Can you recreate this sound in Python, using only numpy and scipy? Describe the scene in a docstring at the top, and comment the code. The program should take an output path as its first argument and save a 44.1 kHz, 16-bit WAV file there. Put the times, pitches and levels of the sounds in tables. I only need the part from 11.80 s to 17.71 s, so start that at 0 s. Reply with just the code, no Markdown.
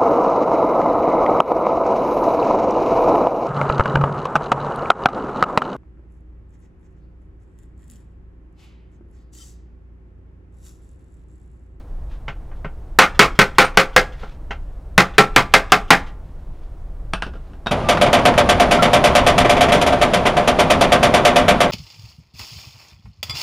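"""Outdoors, over a low rumble, a strip of thin corrugated steel scrapes and knocks on a wooden block.
A hammer flattens it with six blows: each cracks, sets the strip chattering until it slaps back on the
wood, and rings out fast, while the close microphone overloads and a far wall returns a faint echo.
The strip is shifted and knocks lightly, then takes six more blows.
At the end it slides, is turned over and clinks, ringing more freely off the wood."""
import sys
import numpy as np
from scipy import signal
from scipy.fft import rfft, irfft, next_fast_len
from scipy.io import wavfile
from scipy.ndimage import map_coordinates

SR = 44100
rng = np.random.default_rng(int(sys.argv[2]) if len(sys.argv) > 2 else 0)


def bounce(signal):
    """Save signal as a 16-bit WAV file at the path given by the first command-line argument."""
    frames = np.transpose(np.atleast_2d(signal))
    limited = np.clip(frames, -1, 1)
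    pcm = np.round(limited * 32767).astype(np.int16)
    wavfile.write(sys.argv[1], SR, pcm)


N = 260631
AGE = np.arange(SR // 2) / SR  # time since a contact, s

# spectra of the deep rumble and of the outdoor wash: f/Hz, level/dB
RUMBLE_SPECTRUM = [(10, -30.5), (20, 5), (30, -0.5), (50, -5), (70, -9), (95, -16.5), (115, -20),
                   (145, -18.5), (200, -29.5), (400, -75)]
AIR_SPECTRUM = [(80, -10.5), (170, -11.5), (260, 1.5), (400, -3), (700, -5.5), (1200, -14), (2500, -27.5),
                (5000, -35), (9000, -38), (15000, -46.5)]
# reverberation time of the yard: f/Hz, t60/s
YARD_DECAY = [(150, .5), (1000, 0.5), (1700, 0.4), (2500, 0.36), (5000, 0.3), (8000, 0.36), (14000, .2)]
# spectrum of the wall's reflection: f/Hz, level/dB
WALL_SPECTRUM = [(150, -10.5), (1000, -5.5), (3000, -1), (6000, -3), (14000, -7)]

# moves of the strip over the block and through the glove: middle t/s, half length/s, level/dB
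SLIDE_STROKES = [(0, .026, -48), (0.348, .05, -58), (.77, .03, -65), (2.458, .075, -49), (4.621, 0.28, -66),
                 (4.833, .014, -66), (5.65, .11, -61.5)]
# spectrum of their friction: f/Hz, level/dB
FRICTION_SPECTRUM = [(300, -0.5), (1200, 4.5), (3500, -1), (6000, -12), (9000, -22), (15000, -30)]
# light contacts of strip and block: t/s, level/dB, thump/dB, sizzle/dB
KNOCK_EVENTS = [(0.48, -17.5, 2, -2.5), (0.714, -32.5, -1, -20), (0.8453, -18.5, 7, -13),
                (2.4316, -23, 6, -22), (2.707, -15.5, 1, -2)]
# spectrum of a knock's dense modes: f/Hz, level/dB
KNOCK_SPECTRUM = [(60, -16), (150, 10.5), (300, -20), (550, 0), (800, 1), (1600, -2), (3000, -1),
                  (3700, -13.5), (6500, -22.5), (9000, -39), (15000, -45)]
# contacts of the strip where it is free of the block: t/s, level/dB, thump/dB, singing f/Hz, singing/dB
CLINK_EVENTS = [(1.846, -18, 4, 8700, -8), (5.3344, -12.5, -2, 9000, -20.5), (5.4217, -16, -2, 8800, -26),
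                (5.465, -30, 15, 2810, -23), (5.535, -39.5, 17, 1380, 1), (5.554, -41, 16, 1380, 2),
                (5.733, -43.5, 20.5, 1390, -11), (5.861, -23, 5, 3730, 3), (5.8682, -15.5, 4.5, 3700, -4)]
# spectrum of a clink's dense modes: f/Hz, level/dB
CLINK_SPECTRUM = [(80, -8.5), (180, 3.5), (350, -6), (600, -2.5), (900, 0), (1500, 2), (2100, -12.5),
                  (2800, -5.5), (4000, -15), (5500, -18.5), (7000, -31.5), (9200, -31.5), (15000, -51.5)]
# modes of the lifted strip: f/Hz, level/dB, t60/s
LIFTED_MODES = [(187, -3.5, 0.14), (657, 2, 0.096), (1170, -4, 0.092), (1450, -3, 0.22), (1610, 0.5, 0.12),
                (2630, -10, .18), (2590, -10, 0.11), (3095, -16.5, .14), (3620, -14, 0.15)]

# modes of the strip lying on the block: f/Hz, level/dB
LYING_MODES = [(132, -5), (178, -1), (205, -6), (269, -9.5), (353, -15), (398, -7.5), (425, -1),
               (530, -0.5), (665, -6.5), (708, -4), (785, -5), (810, -1), (848, -4.5), (1058, -3),
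               (1190, -4), (1340, -0.5), (1386, 2), (1521, 3), (1575, -1), (1865, 0), (1962, -11.5),
               (2097, -1), (2188, -4.5), (2433, -8), (2568, -9.5)]
# spectrum of the dense, weaker modes between them: f/Hz, level/dB
CRASH_SPECTRUM = [(50, -30.5), (100, -13.5), (150, -19), (300, -4), (600, -6), (1000, -5.5), (1500, 0),
                  (2200, -1.5), (3200, -13.5), (5500, -26), (8000, -33.5), (15000, -46)]
# decay time of the hammered strip: f/Hz, t60/s
STRIP_DECAY = [(150, 0.23), (700, 0.19), (2000, 0.13), (5000, 0.13), (12000, 0.14)]
# spectrum of steel striking steel: f/Hz, level/dB
CRACK_SPECTRUM = [(60, -31), (160, -3), (350, -6.5), (800, 4.5), (1500, 8), (3000, -2.5), (5500, -11.5),
                  (9000, -26), (15000, -30)]
# blows: t/s, level/dB, thump/dB, chatter time/s, lower singing f/Hz, upper singing f/Hz, singing/dB
HAMMER_BLOWS = [(1.1882, 0, 0, 0.042, 840, 1462, -2), (1.3929, 0.4, 1.5, 0.04, 417.4, 1302, -3),
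                (1.5901, -1, 3.5, 0.029, 438, 1528, -1), (1.784, -0.66, -0.5, .044, 511, 1530, -4.5),
                (1.973, -1.5, -1.5, .028, 530.4, 1372, -0.5), (2.1633, -1.7, 0, 0.019, 510, 1657, 2.5),
                (3.179, -1.5, 7, 0.028, 439, 1408, -9.5), (3.3818, -0.9, 8.5, .025, 429, 1346, 2.5),
                (3.5621, -1.6, 5.5, .023, 1024, 1183, -2), (3.7387, 1, -.5, 0.016, 852, 1580, -6),
                (3.9202, -1, 6, 0.017, 739, 1353, -4), (4.105, 0, 4.5, .03, 845, 1935, -5.5)]


def amp(db):
    """Amplitude ratio of a level in decibels."""
    return 10 ** (np.asarray(db) / 20)


def unit(x):
    """Normalisation to rms 1."""
    return x / np.sqrt(np.mean(x ** 2) + 1e-20)


def along(points, hz):
    """Interpolation of (f/Hz, value) points on a logarithmic frequency axis."""
    f, v = np.transpose(points)
    return np.interp(np.log(hz + 1), np.log(f), v)


def filtered(x, response):
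    """Linear filtering: the spectrum is multiplied by a frequency response."""
    n = x.shape[-1]
    padded = next_fast_len(n + SR // 8)
    hz = np.fft.rfftfreq(padded, 1 / SR)
    return irfft(rfft(x, padded) * response(hz), padded)[..., :n]


def noise(spectrum, size=len(AGE)):
    """Gaussian noise of rms 1 with the given shape of spectral density."""
    return unit(filtered(rng.standard_normal(size), lambda hz: amp(along(spectrum, hz))))


def wobble(rate, size=len(AGE)):
    """Random modulation: a smooth curve with rate knots a second."""
    return map_coordinates(rng.standard_normal(8192), [np.arange(size) * rate / SR], mode="wrap")


def rise(seconds):
    """Smooth onset, as when a contact force builds up."""
    return 1 - np.exp(-(AGE / seconds) ** 2)


def fade(t, t60):
    """Free exponential decay, by 60 dB in t60 seconds."""
    return np.exp(-np.log(1000) * np.maximum(t, 0) / t60)


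def damped(x, t60s, hold=0):
    """Frequency-dependent damping, which sets in after hold seconds."""
    hz, t, spectra = signal.stft(x, SR, nperseg=256)
    decay = fade(t - hold, along(t60s, hz)[:, None])
    return signal.istft(spectra * decay, SR, nperseg=256)[1][:len(x)]


def mode(hz, waver=0, bend=0):
    """Normal mode: changing contact shifts its phase (waver/rad); it glides up as a dent springs back."""
    phase = rng.uniform(0, 2 * np.pi) + waver * wobble(50)
    cycles = hz * np.cumsum(1 - bend * np.exp(-AGE / 0.023)) / SR
    return np.sqrt(2) * np.sin(2 * np.pi * cycles + phase)


def add(track, s, sound):
    """Superposition of a sound on the track at s seconds."""
    part = track[max(round(s * SR), 0):][:len(sound)]
    part += sound[:len(part)]


def background(rumble_db=-30.5, air_db=-50):
    """Ambient noise: a deep rumble and a soft wash, each slightly modulated in amplitude."""
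    rumble = amp(rumble_db + 0.87 * wobble(12, N)) * noise(RUMBLE_SPECTRUM, N)
    air = amp(air_db + 0.6 * wobble(1, N)) * noise(AIR_SPECTRUM, N)
    return rumble + air


def wall_echo(x, delay_s=0.154, smear_t60=0.11):
    """Reflection: a wall about 26 m away returns the sound late, smeared by scattering."""
    out = np.zeros(N)
    scatter = noise(WALL_SPECTRUM) * rise(0.0055) * fade(AGE, smear_t60)
    add(out, delay_s, signal.fftconvolve(x, scatter / np.linalg.norm(scatter)))
    return out


def yard_reverb(x):
    """Diffuse reverberation: many reflections merge into a decaying tail of noise."""
    tail = damped(rng.standard_normal(len(AGE)), YARD_DECAY) * (1 - np.exp(-AGE / 0.0067))
    return signal.fftconvolve(x, tail / np.linalg.norm(tail))[:N]


def slides(grain_db=2, uneven_db=4):
    """Sliding friction: gritty noise swells and fades unevenly with each move of the strip."""
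    t = np.arange(N) / SR
    strokes = sum(amp(db) * np.exp(-((t - s) / half) ** 2) for s, half, db in SLIDE_STROKES)
    friction = noise(FRICTION_SPECTRUM, N)
    roughness = amp(grain_db * wobble(180, N) + uneven_db * wobble(20, N))
    return strokes * unit(friction * roughness)


def strip_ring(colour, scatter_db, waver):
    """Modal superposition: each contact point excites the lying strip's modes in new shares."""
    shares = rng.standard_normal(len(LYING_MODES))
    return sum(amp(db + colour(hz) + scatter_db * share) * mode(hz, waver)
               for (hz, db), share in zip(LYING_MODES, shares))


def knocks(dense_db=-9, ring_db=-21, t60=0.13):
    """Impulse response: a light contact with the block rings briefly, with little treble."""
    out = np.zeros(N)
    for s, db, thump_db, sizzle_db in KNOCK_EVENTS:
        colour = lambda hz: along([(250, thump_db), (1200, 0), (5000, sizzle_db)], hz)
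        dense = amp(dense_db) * filtered(noise(KNOCK_SPECTRUM), lambda hz: amp(colour(hz)))
        ring = amp(ring_db) * strip_ring(colour, scatter_db=1.5, waver=0.13)
        add(out, s, amp(db) * (dense + ring) * rise(0.00092) * fade(AGE, t60))
    return out


def clinks(contact_db=-8, ring_db=-18, pair_db=-8, snap_s=0.0019, t60=0.14, pair_t60=0.091):
    """Free vibration: the lifted strip snaps and rings, and two close modes beat."""
    out = np.zeros(N)
    for s, db, thump_db, sing_hz, sing_db in CLINK_EVENTS:
        colour = lambda hz: along([(400, thump_db), (1200, 0)], hz)
        dense = filtered(noise(CLINK_SPECTRUM), lambda hz: amp(colour(hz)))
        snap = dense * np.exp(-(AGE / snap_s) ** 2) / np.std(dense[:SR // 250])
        snap_db = 19.5 + 0.06 * db  # harder contacts are sharper
        contact = amp(contact_db) * (dense * fade(AGE, t60) + amp(snap_db) * snap)
        ring = sum(amp(level + rng.normal(0, 3)) * mode(hz, waver=0.32) * fade(AGE, life)
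                   for hz, level, life in LIFTED_MODES)
        pair = unit(mode(sing_hz, waver=0.82) + mode(sing_hz * 1.012, waver=0.94))
        sing = amp(pair_db + sing_db) * pair * fade(AGE, pair_t60)
        add(out, s, amp(db) * (contact + amp(ring_db) * ring + sing) * rise(0.0016))
    return out


def touches(touch_db=-27, flat_loss=0.7, lead_s=0.0016):
    """Initial contact: just before each blow the hammer's face presses the arched strip down."""
    out = np.zeros(N)
    for s, db, thump_db, *_ in HAMMER_BLOWS:
        level_db = db + touch_db - flat_loss * thump_db  # a strip that thumps lies flat, with little arch
        add(out, s - lead_s, amp(level_db) * noise(CRACK_SPECTRUM) * rise(0.00091) * fade(AGE, 0.04))
    return out


def rebounds(rebound_db=-19.5, gain_db_per_s=198, slap_db=-6, twang_db=-1, t60=0.13):
    """Elastic rebound: the strip slaps back twice with a rising twang, harder after longer chatter."""
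    out = np.zeros(N)
    for s, db, _, chatter_s, _, upper_hz, _ in HAMMER_BLOWS:
        first_db = db + rebound_db + gain_db_per_s * chatter_s
        landing_s = 0.75 * chatter_s
        twang_hz = 0.92 * upper_hz
        for delay, level_db in [(landing_s, first_db), (1.6 * landing_s, first_db - 4)]:
            twang = unit(sum(mode(twang_hz * ratio, waver=0.22, bend=0.072) for ratio in (0.93, 1, 1.06)))
            slap = amp(slap_db) * noise(CRASH_SPECTRUM) + amp(twang_db) * twang
            add(out, s + delay, amp(level_db) * slap * rise(0.0014) * fade(AGE, t60))
    return out


def blow_colour(hz, thump_db, lower_hz, belly_db=3.5, belly_octaves=0.45):
    """Selective excitation, in dB: the block adds bass, the struck spot favours modes near lower_hz."""
    mid_db = 2 + 0.46 * thump_db  # a strip lying flat also sounds fuller
    tilt = along([(200, thump_db), (430, 1.5), (820, mid_db), (1600, 0), (5000, 12.5)], hz)
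    return tilt + belly_db * np.exp(-(np.log2((hz + 1) / lower_hz) / belly_octaves) ** 2)


def blows(crash_db=-11, ring_db=-23, lower_db=-14, upper_db=-13, chatter_db=1.5, sag_db_per_s=140,
          crack_db=7, crack_s=0.0044, thud_db=-14, thud_hz=185):
    """Impact excitation: a crack and a thud; chatter on the wood sustains the modes, then they decay."""
    out = np.zeros(N)
    for s, db, thump_db, chatter_s, lower_hz, upper_hz, sing_db in HAMMER_BLOWS:
        colour = lambda hz: blow_colour(hz, thump_db, lower_hz)
        crash = amp(crash_db) * filtered(noise(CRASH_SPECTRUM), lambda hz: amp(colour(hz)))
        chatter = amp(chatter_db * wobble(220))
        ring = amp(ring_db) * strip_ring(colour, scatter_db=3, waver=0.85)
        # two modes with an antinode under the hammer sing out
        lower = amp(sing_db + lower_db) * mode(lower_hz, waver=0.16, bend=0.022) * fade(AGE, 0.61)
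        upper = amp(sing_db + upper_db) * mode(upper_hz, waver=0.25, bend=0.015)
        body = damped(crash * chatter + ring + lower + upper, STRIP_DECAY, hold=chatter_s)
        sag = amp(-sag_db_per_s * np.minimum(AGE, chatter_s))
        crack = amp(crack_db) * noise(CRACK_SPECTRUM) * np.exp(-AGE / crack_s)
        # the block takes the blow as a short low push
        thud = amp(thud_db + thump_db) * np.sin(2 * np.pi * thud_hz * AGE) * fade(AGE, 0.083)
        add(out, s, amp(db) * (body * sag + crack + thud))
    return out


def scene(yard_db=-25, echo_db=-44, hiss_db=-77):
    """Superposition at one close microphone; each of the two channels adds its own faint hiss."""
    steel = touches() + blows() + rebounds() + knocks() + clinks() + slides()
    reflections = amp(yard_db) * yard_reverb(steel) + amp(echo_db) * wall_echo(steel)
    mono = steel + reflections + background()
    return mono + amp(hiss_db) * rng.standard_normal((2, N))


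def record(dry, top_hz=15900):
    """Overload and band limiting: the blows clip at full scale, then pass a steep low-pass filter."""
    clipped = np.clip(dry, -1, 1)
    return filtered(clipped, lambda hz: 1 / np.sqrt(1 + (hz / top_hz) ** 240))


dry = scene()
out = record(dry)
bounce(out)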